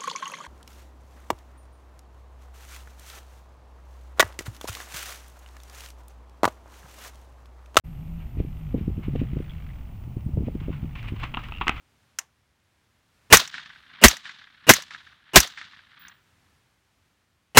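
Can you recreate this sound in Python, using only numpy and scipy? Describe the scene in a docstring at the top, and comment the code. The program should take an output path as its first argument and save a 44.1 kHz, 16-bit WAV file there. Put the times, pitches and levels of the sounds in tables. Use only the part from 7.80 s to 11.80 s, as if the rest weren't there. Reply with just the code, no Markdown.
"""Deer boxing at night

Two deer shuffle on leaf-strewn earth, then rear up and box with their front legs. Hooves thud on the
soft ground and scuff the litter; the blows excite damped resonances, sharp clacks that echo among the
trees. Behind them are a low rumble, a wavering drone, a faint flutter, and the hiss, whine and ticking
buzz of a small camera."""
import sys
import numpy as np
from scipy import signal
from scipy.fft import rfft, irfft
from scipy.io import wavfile

SR = 44100
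rng = np.random.default_rng(int(sys.argv[2]) if len(sys.argv) > 2 else 0)


def int16_out(signal):
    """Quantize to a 16-bit WAV file."""
    q = np.round(np.clip(np.atleast_2d(signal).T, -1, 1) * 32767)
    wavfile.write(sys.argv[1], SR, q.astype(np.int16))


N = 176400
T = np.arange(N) / SR
TREBLE_ABOVE_HZ, BLOW_CUTOFF_HZ = 1700, 3700


def from_db(db):
    """Amplitude grows tenfold for every 20 dB."""
    return 10 ** (np.asarray(db) / 20)


def rms_one(x):
    """Normalisation to unit rms."""
    return x / np.sqrt(np.mean(x ** 2) + 1e-20)


def in_time(rows):
    """Linear interpolation of each column against the first, time."""
    s, *columns = np.transpose(rows)
    return [np.interp(T, s, c) for c in columns]


def lowpass(x, hz, order=2):
    """A Butterworth filter attenuates the treble."""
    return signal.sosfilt(signal.butter(order, min(hz, .45 * SR), fs=SR, output="sos"), x + 1e-18)


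def noise():
    """White noise has a flat mean spectrum."""
    return rng.standard_normal(N)


def wander(hz):
    """Low-passed noise gives a random fluctuation of unit rms."""
    return rms_one(lowpass(noise(), hz))


def colour(x, spectrum):
    """Spectral shaping by rows of frequency in Hz and gain in dB, normalised to unit rms."""
    hz, db = np.transpose(spectrum)
    f = np.maximum(np.arange(N // 2 + 1) * SR / N, 1)
    gain = from_db(np.interp(np.log(f), np.log(hz), db))
    return rms_one(irfft(rfft(x) * gain, N))


def ring(x, hz, t60):
    """A damped resonator answers an impulse with a sine that falls 60 dB in t60 seconds."""
    r, w = np.exp(-np.log(1000) / (t60 * SR)), 2 * np.pi * hz / SR
    return signal.lfilter([0, np.sin(w)], [1, -2 * r * np.cos(w), r * r], x + 1e-18)


def click(s):
    """A unit impulse at s seconds."""
    return 1.0 * (np.arange(N) == int(s * SR))


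def swell(s, rise, fall):
    """Exponential growth to 1 at s seconds, then exponential decay."""
    return np.exp(-np.minimum(np.maximum((s - T) / rise, (T - s) / fall), 20))


def rumble_and_hiss():
    """Stationary broadband noise: the night air rumbles and the camera hisses."""
    # Each row of both: frequency in Hz, relative level in dB.
    rumble = [(15, -3.5), (50, 2.5), (75, 0), (130, -10.5), (190, -13.5), (260, -17), (400, -31.5),
              (700, -32), (1500, -56)]
    hiss = [(300, -19), (800, 6), (1200, 1), (1700, -7.5), (2700, -2), (3400, -11.5), (4200, -16.5),
            (10000, -24), (15000, -34)]
    return from_db(-37.5) * colour(noise(), rumble) + from_db(-61.5) * colour(noise(), hiss)


def drone():
    """Random frequency and amplitude modulation make a low, distant tone waver."""
    # Each row: time in seconds, centre frequency in Hz, mean level in dB.
    course = [(0, 156.7, -39), (.38, 161.9, -34), (.55, 151.9, -63.5), (.85, 153.3, -33), (1.1, 155.6, -56),
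              (1.33, 143, -29.5), (1.5, 125, -36.5), (1.75, 155.2, -42), (1.9, 138, -40),
              (2.0, 91.67, -50.5), (2.17, 99.9, -35.5), (2.4, 140, -42), (2.62, 155.2, -52),
              (2.85, 149.6, -39.5), (3.03, 154.5, -38), (3.3, 96.5, -37), (3.6, 150.5, -43.5),
              (4, 82.5, -71)]
    hz, db = in_time(course)
    hz = hz * (1 + .0488 * wander(17.4))
    return from_db(db + 2 * wander(13.5)) * np.sin(2 * np.pi * np.cumsum(hz) / SR)


def flutter():
    """Amplitude modulation by loosely periodic pulses breaks noise into faint, rasping puffs."""
    # Each row: time in seconds, mean pulses per second, level in dB.
    course = [(.45, 45.4, -67), (.85, 50.6, -61.5), (1.1, 76, -65), (1.62, 61, -56.5), (1.98, 43, -60.5),
              (2.15, 46, -69), (2.5, 50, -71.5), (2.8, 57, -64), (4, 50, -49)]
    rate, db = in_time(course)
    cycles = np.cumsum(rate * (1 + .13 * wander(25))) / SR
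    decay_s = .0088
    puffs = np.exp(-(cycles % 1) / rate / decay_s)
    rasp = [(400, -60), (1250, 7), (1650, 0), (2100, 6), (3200, .5), (4200, -13.5), (15000, -47)]
    return from_db(db) * colour(noise() * puffs, rasp)


def whine():
    """A thin tone from the electronics climbs and settles; frequency jitter broadens its spectral line."""
    # Each row: time in seconds, centre frequency in Hz.
    glide = [(0, 13000), (.37, 13600), (.42, 14000), (.5, 14000), (1.05, 14400), (1.32, 15000),
             (2.0, 15000), (2.04, 15330), (2.1, 14890), (2.45, 15200)]
    hz, = in_time(glide)
    hz = hz + 80 * wander(20) + 145 * wander(400)
    return from_db(-70.5) * rms_one(np.sin(2 * np.pi * np.cumsum(hz) / SR))


def snaps():
    """Brittle fracture of single leaves and twigs releases brief broadband bursts."""
    # Each row: time in seconds, level in dB.
    breaks = [(.28, -52.5), (2.239, -48), (2.408, -46.5), (2.752, -48), (3.2294, -38), (3.282, -41),
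              (3.4, -38), (3.638, -43), (3.686, -36.5)]
    # Each row: frequency in Hz, relative level in dB.
    spectrum = [(500, -1), (1600, 4.5), (3000, 1.5), (4500, -10), (7000, -19.5), (15000, -27)]
    return colour(noise(), spectrum) * sum(from_db(db) * swell(s, .00042, .0012) for s, db in breaks)


def scuffs():
    """Litter under a sliding hoof crackles as shot noise: loose leaves crisp, packed grit lower."""
    # Each row: peak time in seconds, level in dB, rise and fall in seconds, treble gain in dB.
    drags = [(0.409, -54.5, 0.031, 0.039, -0.5), (.6, -54.5, 0.016, 0.019, 5), (.985, -53.5, .017, 0.04, 3),
             (1.236, -44.5, 0.0072, 0.035, -1), (1.359, -47.5, 0.0018, 0.0075, 6.5),
             (1.396, -47, 0.0093, 0.029, 2.5), (2.667, -55.5, 0.016, 0.021, 5.5),
             (2.802, -44, 0.00068, 0.0064, -1.5), (2.84, -49, 0.03, 0.053, -3),
             (2.932, -45.5, 0.016, 0.048, -2.5), (3.155, -40, 0.0018, 0.014, 1.5),
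             (3.188, -48.5, 0.0095, 0.029, 6), (3.244, -42, 0.013, 0.048, -3.5),
             (3.287, -42, 0.0042, 0.0065, 7.5), (3.365, -45.5, 0.0059, 0.0071, 0.5),
             (3.403, -48, 0.0099, .012, 5.5), (3.438, -26.5, .011, 0.0092, -3),
             (3.457, -43.5, 0.013, 0.057, -3), (3.592, -38.5, 0.0063, 0.021, -3),
             (3.637, -41.5, 0.0035, 0.024, 2.5), (3.689, -34.5, 0.0037, 0.0068, -15),
             (3.969, -40, 0.024, 0.061, -1.5)]
    # Each row: frequency in Hz, relative level in dB.
    litter = [(150, 6.5), (550, -12), (800, -4), (1100, 1), (1700, -4.5), (2200, 1), (2800, 0.5),
              (3500, -9), (4200, -17.5), (5500, -26.5), (15000, -52)]
    grains_per_s, spread_db = 5400, 3
    sizes = from_db(spread_db * np.minimum(rng.exponential(1, N), 4)) * rng.choice([-1, 1], N)
    grains = colour(sizes * (rng.random(N) < grains_per_s / SR), litter)
    grit = irfft(rfft(grains) * (np.arange(N // 2 + 1) * SR / N < TREBLE_ABOVE_HZ), N)
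    leaves = grains - grit
    return sum(from_db(db) * swell(s, rise, fall) * (grit + from_db(crisp_db) * leaves)
               for s, db, rise, fall, crisp_db in drags)


def thuds():
    """A hoof compresses and releases soft earth; the shorter the pulse, the higher its spectrum."""
    # Each row: time in seconds, level in dB, characteristic frequency in Hz.
    footfalls = [(.571, -24.5, 203), (0.585, -19.5, 57), (.602, -14.5, 260), (0.605, -15.5, 63),
                 (0.6488, -23.5, 194), (.944, -12.5, 240), (0.948, -11, 244), (0.9632, -23, 145),
                 (0.982, -22, 225), (1.0112, -21, 146), (1.080, -12.5, 167), (1.1017, -27.5, 226),
                 (1.18, -17.5, 140), (1.193, -22.5, 144), (1.2828, -12.5, 152), (1.337, -17.5, 99),
                 (1.354, -18, 340), (1.358, -15.5, 250), (1.398, -19.5, 98), (1.4164, -10, 203),
                 (1.4246, -19.5, 189), (1.4349, -24.5, 218), (1.5328, -16, 122), (1.561, -21.5, 200),
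                 (1.569, -15.5, 220.1), (1.6037, -17.5, 232.2), (2.277, -31.5, 140), (2.3692, -19, 148),
                 (2.465, -16.5, 102.8), (2.492, -26.5, 165), (2.539, -19.5, 53), (2.573, -17.5, 304),
                 (2.579, -10.5, 96), (2.6069, -19, 156), (2.6224, -21.5, 211.4), (2.636, -19, 111),
                 (2.671, -21, 140), (2.68, -18, 214), (2.6843, -16, 354), (2.7535, -15.5, 166),
                 (2.815, -26, 140), (2.8834, -18.5, 260), (2.894, -21, 283), (2.904, -21, 145),
                 (3.031, -19, 103), (3.0451, -18, 140), (3.3224, -21.5, 178), (3.337, -22, 166.1)]
    pulses, settling, shudder_power = np.zeros((3, N))
    settle_s = .014
    for s, db, hz in footfalls:
        u = (T - s) * np.pi * hz
        spread = 1 + u * u
        push = u * (4 - spread) / (spread * spread * spread)
        pulses += from_db(db) * lowpass(push, max(395, 2 * hz), order=3)  # sharp stamps are less muffled
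        settling += from_db(db) * swell(s, settle_s / 3, settle_s)
        shudder_power += (from_db(db) * swell(s, .056, .097)) ** 2
    # Clods settle and the ground shudders with each step.
    clods = rms_one(lowpass(noise(), 285, order=3))
    shudder = colour(noise(), [(15, -15), (45, 0), (140, -2), (2000, -82)])
    return pulses + from_db(-20) * settling * clods + from_db(-18.5) * np.sqrt(shudder_power) * shudder


def ticking_buzz():
    """Narrow-band noise leaks from the electronics in faint periodic bursts."""
    first_s, period_s = .792, .8335
    bursts = sum(swell(s, .012, .012) for s in np.arange(first_s, T[-1], period_s))
    return from_db(-70) * bursts * rms_one(ring(noise(), hz=8900, t60=.006))


def creaks():
    """Stick-slip motion: a few evenly spaced slips each excite one high resonance."""
    # Each row: start in seconds, level in dB, resonance in Hz, number of slips.
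    runs = [(1.696, -38.5, 3340, 2), (1.891, -43, 2010, 2), (3.739, -33, 2773, 5)]
    gap_s = .0113
    out = np.zeros(N)
    for s, db, hz, count in runs:
        slips = sum(click(s + k * gap_s) * from_db(rng.normal(0, 1.6)) for k in range(round(count)))
        out += from_db(db) * ring(slips, hz, t60=.014)
    return lowpass(out, BLOW_CUTOFF_HZ, order=8)


def clacks():
    """Impacts of legs and hooves excite heavily damped modes; hard blows favour the upper ones."""
    # Each row: time in seconds, level in dB, rattle decay in seconds, gain of the upper modes in dB.
    strikes = [(3.541, -17.5, 0.0072, 1.5), (3.546, -15.5, .0017, 15), (3.571, -14.5, 0.0035, -5),
               (3.722, -18, 0.0021, -0.5), (3.8119, -11, .006, -5), (3.8173, -15.5, .004, 21),
               (3.824, -22, 0.012, 2), (3.8691, -12.5, 0.0075, -2), (3.8776, -16.5, 0.0019, -17),
               (3.881, -1.5, 0.0023, 23), (3.894, -1, 0.002, 2), (3.9164, -20, 0.0017, 8)]
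    # Each row: frequency in Hz, relative level in dB, time to fall 60 dB in seconds.
    modes = [(260, -49, 0.0099), (930, -11.5, 0.0066), (1187, 7.5, 0.0083), (2160, -3.5, 0.0044),
             (2600, 1, 0.0065)]
    out = np.zeros(N)
    for s, db, decay, hard_db in strikes:
        rattle = from_db(-18) * noise() * swell(s, .0001, decay)
        force = click(s) + rattle
        body = sum(from_db(level + hard_db * (hz > TREBLE_ABOVE_HZ)) * ring(force, hz, t60)
                   for hz, level, t60 in modes)
        bright_edge = from_db(-3) * lowpass(force, 6800)
        knock = lowpass(body / np.abs(body).max() + bright_edge, BLOW_CUTOFF_HZ, order=8)
        crack = from_db(-10.5) * lowpass(click(s), BLOW_CUTOFF_HZ)  # the first touch
        out += from_db(db) * (knock + crack)
    return signal.lfilter(*signal.iirnotch(540, Q=.8, fs=SR), out)  # hollows the low mids


def woods(x):
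    """Scattering from trunks gives a thin reverberation that decays exponentially."""
    t60_s, delay_s = .18, .006
    tail = lowpass(noise(), 6900) * from_db(-60 * T / t60_s) * (T > delay_s)
    return from_db(-18.5) * signal.fftconvolve(x, tail / np.sqrt(np.sum(tail ** 2)))[:N]


def scene():
    """Superposition of the deer and the night background; only clacks and creaks reverberate."""
    blows = clacks() + creaks()
    background = rumble_and_hiss()
    deer = thuds() + scuffs() + snaps() + blows + woods(blows)
    return (deer + background + drone() + flutter() + whine() + ticking_buzz())[None]


def record(dry):
    """The microphone fades in, overload clips the hardest blows, and a low-pass limits the bandwidth."""
    wake_s, fade_s, cutoff_hz = .043, .0095, 16500
    fade_in = np.clip((T - wake_s) / fade_s + .5, .003, 1)
    clipped = np.clip(dry * fade_in, -.5, .5)
    return signal.sosfilt(signal.cheby2(16, 70, cutoff_hz, fs=SR, output="sos"), clipped)


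dry = scene()
out = record(dry)
int16_out(out)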